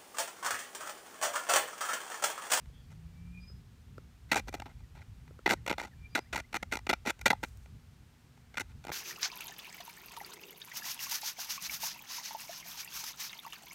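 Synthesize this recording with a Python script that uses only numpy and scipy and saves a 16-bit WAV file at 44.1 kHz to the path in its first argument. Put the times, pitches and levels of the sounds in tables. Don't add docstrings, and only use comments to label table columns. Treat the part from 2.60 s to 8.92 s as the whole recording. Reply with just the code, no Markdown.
import sys
import numpy as np
from scipy import signal
from scipy.fft import rfft, irfft
from scipy.io import wavfile
from scipy.ndimage import uniform_filter1d

SR = 44100
rng = np.random.default_rng(int(sys.argv[2]) if len(sys.argv) > 2 else 0)


def store_pcm(level_fs):
    pcm = np.round(np.clip(level_fs, -1, 1) * 32767).astype(np.int16)
    wavfile.write(sys.argv[1], SR, np.atleast_2d(pcm).T)


def ratio_of_db(decibels):
    return 10 ** (np.asarray(decibels, float) / 20)


N = 278712

# [t/s, level/dB]
TRAFFIC_SWELL = [(0.0, -69), (0.03, -52.5), (0.42, -58), (0.46, -55), (2.46, -52), (2.52, -49.5),
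                 (2.67, -53.5), (5.09, -54.5), (5.76, -69.5), (6.16, -45), (6.27, -67), (6.32, -39.5)]
# [f/Hz, level/dB]
RUMBLE_COLOUR = [(12, -25.5), (20, -20.5), (54, -1.5), (108, -2), (134, -1.5), (166, -6.5), (211, -11.5),
                 (248, -13.5), (325, -28), (500, -28.5), (650, -66.5), (1100, -120)]
# [f/Hz, level/dB]
AIR_COLOUR = [(180, -38), (300, 3.5), (326, -6.5), (367, -1.5), (567, -8), (754, -5), (1150, -7),
              (1230, -6), (1530, -7), (2980, -10), (6780, -15.5), (15200, -22), (16500, -41)]

# [peak t/s, level/dB, fall/ms, depth/dB]
CATCHES = [(1.7174, -18, 9, -7.5), (1.7301, -24.5, 6.2, -1.5), (1.774, -32, 14, 0), (1.7946, -39.5, 6.5, 4),
           (1.8825, -41.5, 7, 0.5), (1.9283, -46, 5.7, 0), (1.9483, -38.5, 6, 4.5), (2.059, -46.5, 14, 1),
           (2.8624, -21.5, 6.7, -0.5), (2.9004, -27, 6.5, -4), (3.078, -31, 8, 1), (3.103, -32, 6, 5),
           (3.235, -41.5, 9, 2.5), (3.5525, -21.5, 11.7, -8.5), (3.7296, -31.5, 11.5, -5.5),
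           (3.7596, -29.5, 8, -4), (3.7778, -33, 4.8, -5), (3.9296, -42.5, 5, -2), (3.96, -32, 6.6, -3.5),
           (4.0288, -37, 4.7, 3), (4.1238, -27.5, 6, -0.5), (4.1343, -33, 9, -1.5),
           (4.2944, -19, 13.5, -4.5), (4.4618, -32.5, 5, 0.5), (4.614, -41, 3.9, -6),
           (4.6593, -16, 11.5, -5), (4.7043, -20.5, 7.6, -2), (5.973, -29, 4.5, -12),
           (5.9814, -30, 3.9, -8.5), (5.999, -32, 4, -5.5)]
# [peak t/s, level/dB, depth/dB]
SHORT_SLIPS = [(1.745, -28, -2), (1.768, -28, -0.5), (1.8917, -40, 2), (1.9416, -33.5, 3), (2.0005, -37, 2.5),
               (2.0214, -41.5, 3), (2.8765, -28, 5.5), (2.8934, -26.5, -5), (2.9094, -22, -3), (3.065, -34.5, 0),
               (3.098, -28.5, -4), (3.1129, -28.5, 2.5), (3.1279, -32, 2), (3.1828, -30.5, -1.5),
               (3.2157, -38.5, 5), (3.5908, -36, 7.5), (3.944, -29.5, -0.5), (3.953, -32, -3), (3.968, -29, -6.5),
               (4.1556, -33, 1.5), (4.1715, -33, -3.5), (4.1905, -44.5, -5), (4.2693, -31, -3.5),
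               (4.3122, -26.5, -2.5), (4.3312, -25, -1), (4.3361, -24.5, -4), (4.6804, -24, -5.5),
               (4.7153, -27.5, 2.5), (4.7312, -32.5, 8), (4.837, -27, -2.5),
               (0.0588, -60, -1), (2.4185, -53.5, -4), (2.6792, -57, 2), (4.593, -52, -4), (5.0603, -57, 1.5),
           (5.7763, -63, 6), (5.9436, -45, 0.5), (5.9554, -51, -15), (6.1185, -60, -18),
           (6.2414, -49.5, -2), (6.251, -44.5, 4), (6.2697, -40, 3), (6.2832, -41, 0), (6.2935, -41.5, 7),
           (6.3014, -43, 8), (6.3186, -37.5, 3)]
# [start t/s, length/s, level/dB, depth/dB]
CHATTER = [(0.305, .025, -59.5, -3), (1.692, .019, -57.5, -14), (1.759, .006, -29.5, 4),
           (1.967, .022, -59, 3), (2.081, .035, -62, 2.5), (2.194, .017, -63.5, -4),
           (2.353, .078, -58, -0.5), (2.884, .003, -41, -19), (2.915, .024, -33.5, 4.5),
           (3.138, .004, -44.5, 1), (3.191, .021, -38.5, -2), (3.228, .003, -43.5, 0),
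           (3.249, .011, -44.5, -1), (3.261, .021, -56, 1), (3.567, .017, -36, 1), (3.747, .006, -34, 2),
           (3.789, .016, -43.5, 3), (4.146, .004, -40, -2), (4.471, .038, -33, -4), (4.752, .008, -66, 9),
           (4.832, .015, -38, -2.5), (6.008, .011, -35, -8), (6.094, .017, -62, -3), (4.454, .003, -41, -3),
           (1.875, .003, -51, 10), (4.116, .002, -45, -11)]
# [t/s, level/dB]
RAKE = [(.3, -1.5), (1.72, -1), (1.94, 3), (2.03, -4.5), (2.4, -3.5), (2.87, -2.5), (2.93, 3), (3.1, -3.5),
        (3.56, -1.5), (3.76, 0), (4.05, -0.4), (4.3, -5.5), (4.48, 1), (4.62, 6.5), (4.68, -1.9),
        (5.98, -3.5), (6.01, 4.5), (6.28, 0)]
# [f/Hz, width/Hz, level/dB]
BLOCK_RINGS = [(230, 210, 0), (370, 220, -7), (541, 61, -7), (671, 130, -3.5), (822.5, 145, 4),
               (902, 130, -30.5)]
# [f/Hz, width/Hz, level/dB]
BLOCK_AND_BLADE_RINGS = [(1434, 71, 8), (1533, 267, 10.5), (2007, 234, 13), (2360, 67, 7),
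                         (2700, 130, -11.5), (3240, 580, -11.5), (3660, 840, -13.5)]
# [f/Hz, width/Hz, level/dB]
BLADE_RINGS = [(4830, 130, -18), (5950, 600, -5.5), (6110, 2800, 9.5), (7000, 750, -12), (9340, 1600, -20),
               (11810, 1800, -6), (13600, 1500, -16.5)]

# [t/s, thud level/dB, ring level/dB]
TAPS = [
    (.099, -56, -65),
    (0.901, -55, -54),
    (1.3814, -39, -37),
    (2.709, -46, -52),
    (2.7916, -43, -41.5),
]

# [t/s, f/Hz, level/dB, half length/s]
LOW_BIRD = [
    [(.57, 2325, -73, .04), (.66, 2335, -73, .06), (.745, 2415, -66, .022), (.782, 2418, -57, .02),
     (.85, 2400, -68, .045)],
    [(3.38, 2360, -77, .03), (3.45, 2365, -58, .027), (3.535, 2375, -66, .025), (3.62, 2360, -75, .06)],
]
# [t/s, f/Hz, level/dB, half length/s]
HIGH_BIRD = [
    [(.818, 4905, -67, .015), (.85, 4995, -69, .03), (.89, 5050, -61, .03), (.92, 5055, -65, .025),
     (.97, 5055, -77, .035)],
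    [(3.51, 4760, -75, .02), (3.55, 4850, -69, .03), (3.61, 4950, -71, .025), (3.67, 4945, -80, .05)],
]
# [t/s, f/Hz, level/dB, half length/s]
FAR_BIRD = [
    [(.16, 3340, -71, .04), (.22, 3340, -77, .06)],
    [(.19, 4560, -83, .06), (.26, 4575, -81, .06)],
]
# [t/s, length/s, first f/Hz, last f/Hz, level/dB]
CHIRPS = [
    (2.228, .03, 2020, 1800, -77),
    (2.603, .031, 2080, 1750, -76),
    (2.958, .03, 2150, 1800, -70),
    (3.31, .027, 2000, 1700, -74),
    (3.46, .031, 1600, 1890, -76),
    (3.645, .03, 1690, 2100, -74),
    (3.824, .03, 1750, 2150, -73),
    (3.997, .027, 1640, 1880, -72),
]

# [middle t/s, length/s, level/dB]
RUSTLE = [
    (4.891, 0.17, -69),
    (5.029, 0.097, -75),
]
# [t/s, level/dB]
THREADS = [
    (4.885, -68),
    (4.973, -56.5),
]


def level(x, db):
    return x * ratio_of_db(db) / np.sqrt(np.mean(x ** 2))


def curve(s, values):
    return np.interp(np.arange(N) / SR, s, values)


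def coloured(spectrum):
    hz, db = np.transpose(spectrum)
    f = np.maximum(np.arange(N // 2 + 1) * SR / N, 1)
    shape_db = np.interp(np.log(f), np.log(hz), db, -90, -90)
    white = rfft(rng.standard_normal(N))
    return level(irfft(white * ratio_of_db(shape_db), N), 0)


def walk(rate):
    k = int(SR / rate)
    steps = rng.standard_normal(N)[np.arange(N) // k]
    return 1.426 * uniform_filter1d(uniform_filter1d(steps, k), k)


def peak(x, hz, width):
    return signal.lfilter(*signal.iirpeak(hz, hz / width, SR), x)


def ring(x, modes, wander_db=0.):
    return sum(peak(x * ratio_of_db(db + wander_db * walk(40)), hz, width) for hz, width, db in modes)


def tone(rows, wobble, flutter_db, rate):
    s, hz, db = np.transpose(rows)
    span = np.interp(np.arange(N) / SR, s[[0, -1]], [1, 1], 0, 0)
    gate = uniform_filter1d(span, size=600)
    pitch = curve(s, hz) * (1 + wobble * walk(rate))
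    phase = 2 * np.pi * np.cumsum(pitch) / SR
    return np.sqrt(2) * gate * ratio_of_db(curve(s, db) + flutter_db * walk(rate)) * np.sin(phase)


def traffic():
    s, low_db = np.transpose(TRAFFIC_SWELL)
    lull = (s > 4.95) & (s < 5.95)
    upper_db = -61 + .2 * (low_db - low_db.mean()) - 2 * lull
    rumble = coloured(RUMBLE_COLOUR)
    low = signal.sosfiltfilt(signal.butter(3, 90, fs=SR, output="sos"), rumble)
    low_band = level(low, 0) * ratio_of_db(curve(s, low_db) + 1.5 * walk(9))
    upper_band = level(rumble - low, 1.7) * ratio_of_db(curve(s, upper_db) + 3.0 * walk(10))
    return low_band + upper_band


def hum():
    hz, db = 241, -74
    return tone([(0, hz, db), (7, hz, db)], wobble=0.012, flutter_db=2.5, rate=6.5)


def air():
    return coloured(AIR_COLOUR) * ratio_of_db(-68.5 + .4 * walk(1.5))


def slips():
    rows = [(s, 2.1, fall, db, depth) for s, db, fall, depth in CATCHES]
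    rows += [(s, 2.1, 2.6, db, depth) for s, db, depth in SHORT_SLIPS]
    tooth_gap_ms, tooth_rise_ms, tooth_fall_ms, scatter_db = 7, 2.4, 4.8, 2.5
    chances = rng.standard_normal((len(CHATTER), 3, 16))
    for (s, length, db, depth), (gap, size, tilt) in zip(CHATTER, chances):
        at = np.cumsum(tooth_gap_ms * 2 ** (gap / 3)) / 1000
        at -= at[0]
        for after, z, y in zip(at, size, tilt):
            if after <= length:
                rows.append((s + after, tooth_rise_ms, tooth_fall_ms,
                             db + scatter_db * z, depth + scatter_db * y))
    s, rise, fall, db, depth = np.transpose(rows)
    bright = db - 10 - 0.02 * (db + 26) + 0.13 * depth
    bright = bright + np.interp(s, *np.transpose(RAKE))
    return np.transpose([s, rise, fall, db + depth, db, bright])


def bite(rows, peak_db):
    power = np.zeros(N)
    for (s, rise, fall, *_), db in zip(rows, peak_db):
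        i = np.arange(max(int((s - .05) * SR), 0), min(int((s + .07) * SR), N))
        ms = (i / SR - s) * 1000
        side_ms = np.where(ms < 0, max(rise, .5), max(fall, .5))
        power[i] += ratio_of_db(db - 10 * (ms / side_ms) ** 2) ** 2
    return np.sqrt(power)


def fibres(per_s, spread_db, dust_db):
    when, sign, size = rng.random((3, N))
    snaps = (when < per_s / SR) * np.sign(sign - .5) * ratio_of_db(-spread_db * np.log(1 - size))
    tear = level(snaps, 0) + level(rng.standard_normal(N), dust_db)
    return tear / np.sqrt(uniform_filter1d(tear ** 2, size=130))


def saw():
    tear = fibres(per_s=3000, spread_db=2.5, dust_db=-5)
    out, rows = 0, slips()
    groups = [BLOCK_RINGS, BLOCK_AND_BLADE_RINGS, BLADE_RINGS]
    edges_hz = [[200, 1500], [1000, 4300], [4000, 14500]]
    for modes, db, edges in zip(groups, rows.T[3:], edges_hz):
        band = signal.butter(2, edges, "bandpass", fs=SR, output="sos")
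        steady = signal.sosfilt(band, ring(tear, modes)).std()
        driven = ring(tear * bite(rows, db), modes, wander_db=1.7)
        out = out + signal.sosfilt(band, driven) / steady
    for hz, width in [(1100, 360), (3170, 210), (4950, 420)]:
        out = out - 0.75 * peak(out, hz, width)
    return out


def taps():
    out, t = np.zeros(N), np.arange(800) / SR
    for s, thud_db, ring_db in TAPS:
        thud = ratio_of_db(thud_db) * np.exp(-((t - .0025) / 0.0016) ** 2) * np.sin(2 * np.pi * 440 * t)
        fade = np.minimum(t / .0012, 1) * np.exp(-t / .0022)
        wood = ratio_of_db(ring_db) * fade * np.sin(2 * np.pi * 1350 * t)
        tick = ratio_of_db(ring_db - 10.5) * np.exp(-t / .0015) * rng.standard_normal(len(t))
        i = int(s * SR) - 40
        out[i:i + len(t)] += thud + wood + uniform_filter1d(tick, size=4)
    return out


def echo(x):
    t = np.arange(SR // 2) / SR
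    fade = ratio_of_db(-60 * t / .25) + 2.5 * ratio_of_db(-60 * t / 0.065)
    tail = rng.standard_normal(len(t)) * fade * np.minimum(t / .003, 1)
    tail = signal.lfilter(*signal.butter(1, [1500, 12000], "bandpass", fs=SR), tail)
    return signal.fftconvolve(x, tail * ratio_of_db(-27) / np.sqrt(np.sum(tail ** 2)))[:N]


def whistle(notes):
    s, hz, db, half = np.transpose(notes)
    t = np.linspace(s[0] - 2 * half[0], s[-1] + 2 * half[-1], 200)
    swell = np.sum(ratio_of_db(db - 10 * ((t[:, None] - s) / half) ** 2) ** 2, axis=1)
    return np.transpose([t, np.interp(t, s, hz), 10 * np.log10(swell)])


def birds():
    out = np.zeros(N)
    for call in LOW_BIRD + HIGH_BIRD:
        clear = tone(whistle(call), wobble=.003, flutter_db=3.0, rate=70)
        out += clear * (1 + .3 * walk(350))
    for call in FAR_BIRD:
        out += tone(whistle(call), wobble=.004, flutter_db=1.0, rate=60) * walk(500)
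    for s, length, first_hz, last_hz, db in CHIRPS:
        glide = [(s, first_hz, db), (s + length, last_hz, db)]
        out += tone(glide, wobble=0.0105, flutter_db=7.5, rate=160)
    return out


def engine():
    s = np.array([.34 - .06, .34, .8, .8 + .1])
    hz = 156 + 56 * (s - .34)
    db = -55 - 14 * np.array([1, 0, 0, 1])
    return tone(np.transpose([s, hz, db]), wobble=.006, flutter_db=3.0, rate=14)


def rustle():
    t = np.arange(N) / SR
    swish = sum(ratio_of_db(db - 10 * (2 * (t - s) / length) ** 2) for s, length, db in RUSTLE)
    ticks = sum(ratio_of_db(db - 10 * ((t - s) / 0.0011) ** 2) for s, db in THREADS)
    hiss = ring(rng.standard_normal(N), [(7220, 5400, 5), (12400, 2600, -15)])
    return level(hiss, 0) * (swish * ratio_of_db(2.5 * walk(60)) + ticks)


def scene():
    near = saw() + taps()
    near = near + echo(near) + rustle()
    background = birds() + traffic() + hum() + engine() + air()
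    return (near + background)[None]


def top_cut(x):
    return signal.sosfilt(signal.butter(12, 16650, fs=SR, output="sos"), x)


def record(dry):
    dry = signal.sosfilt(signal.butter(2, 36, "high", fs=SR, output="sos"), dry)
    dry = dry - 0.33 * peak(dry, 10500, 1200)
    rounded = np.tanh(dry / .7) * .7
    mix = signal.sosfilt(signal.ellip(6, .2, 50, 15900, fs=SR, output="sos"), rounded)
    return top_cut(mix)


dry = scene()
out = record(dry)
store_pcm(out)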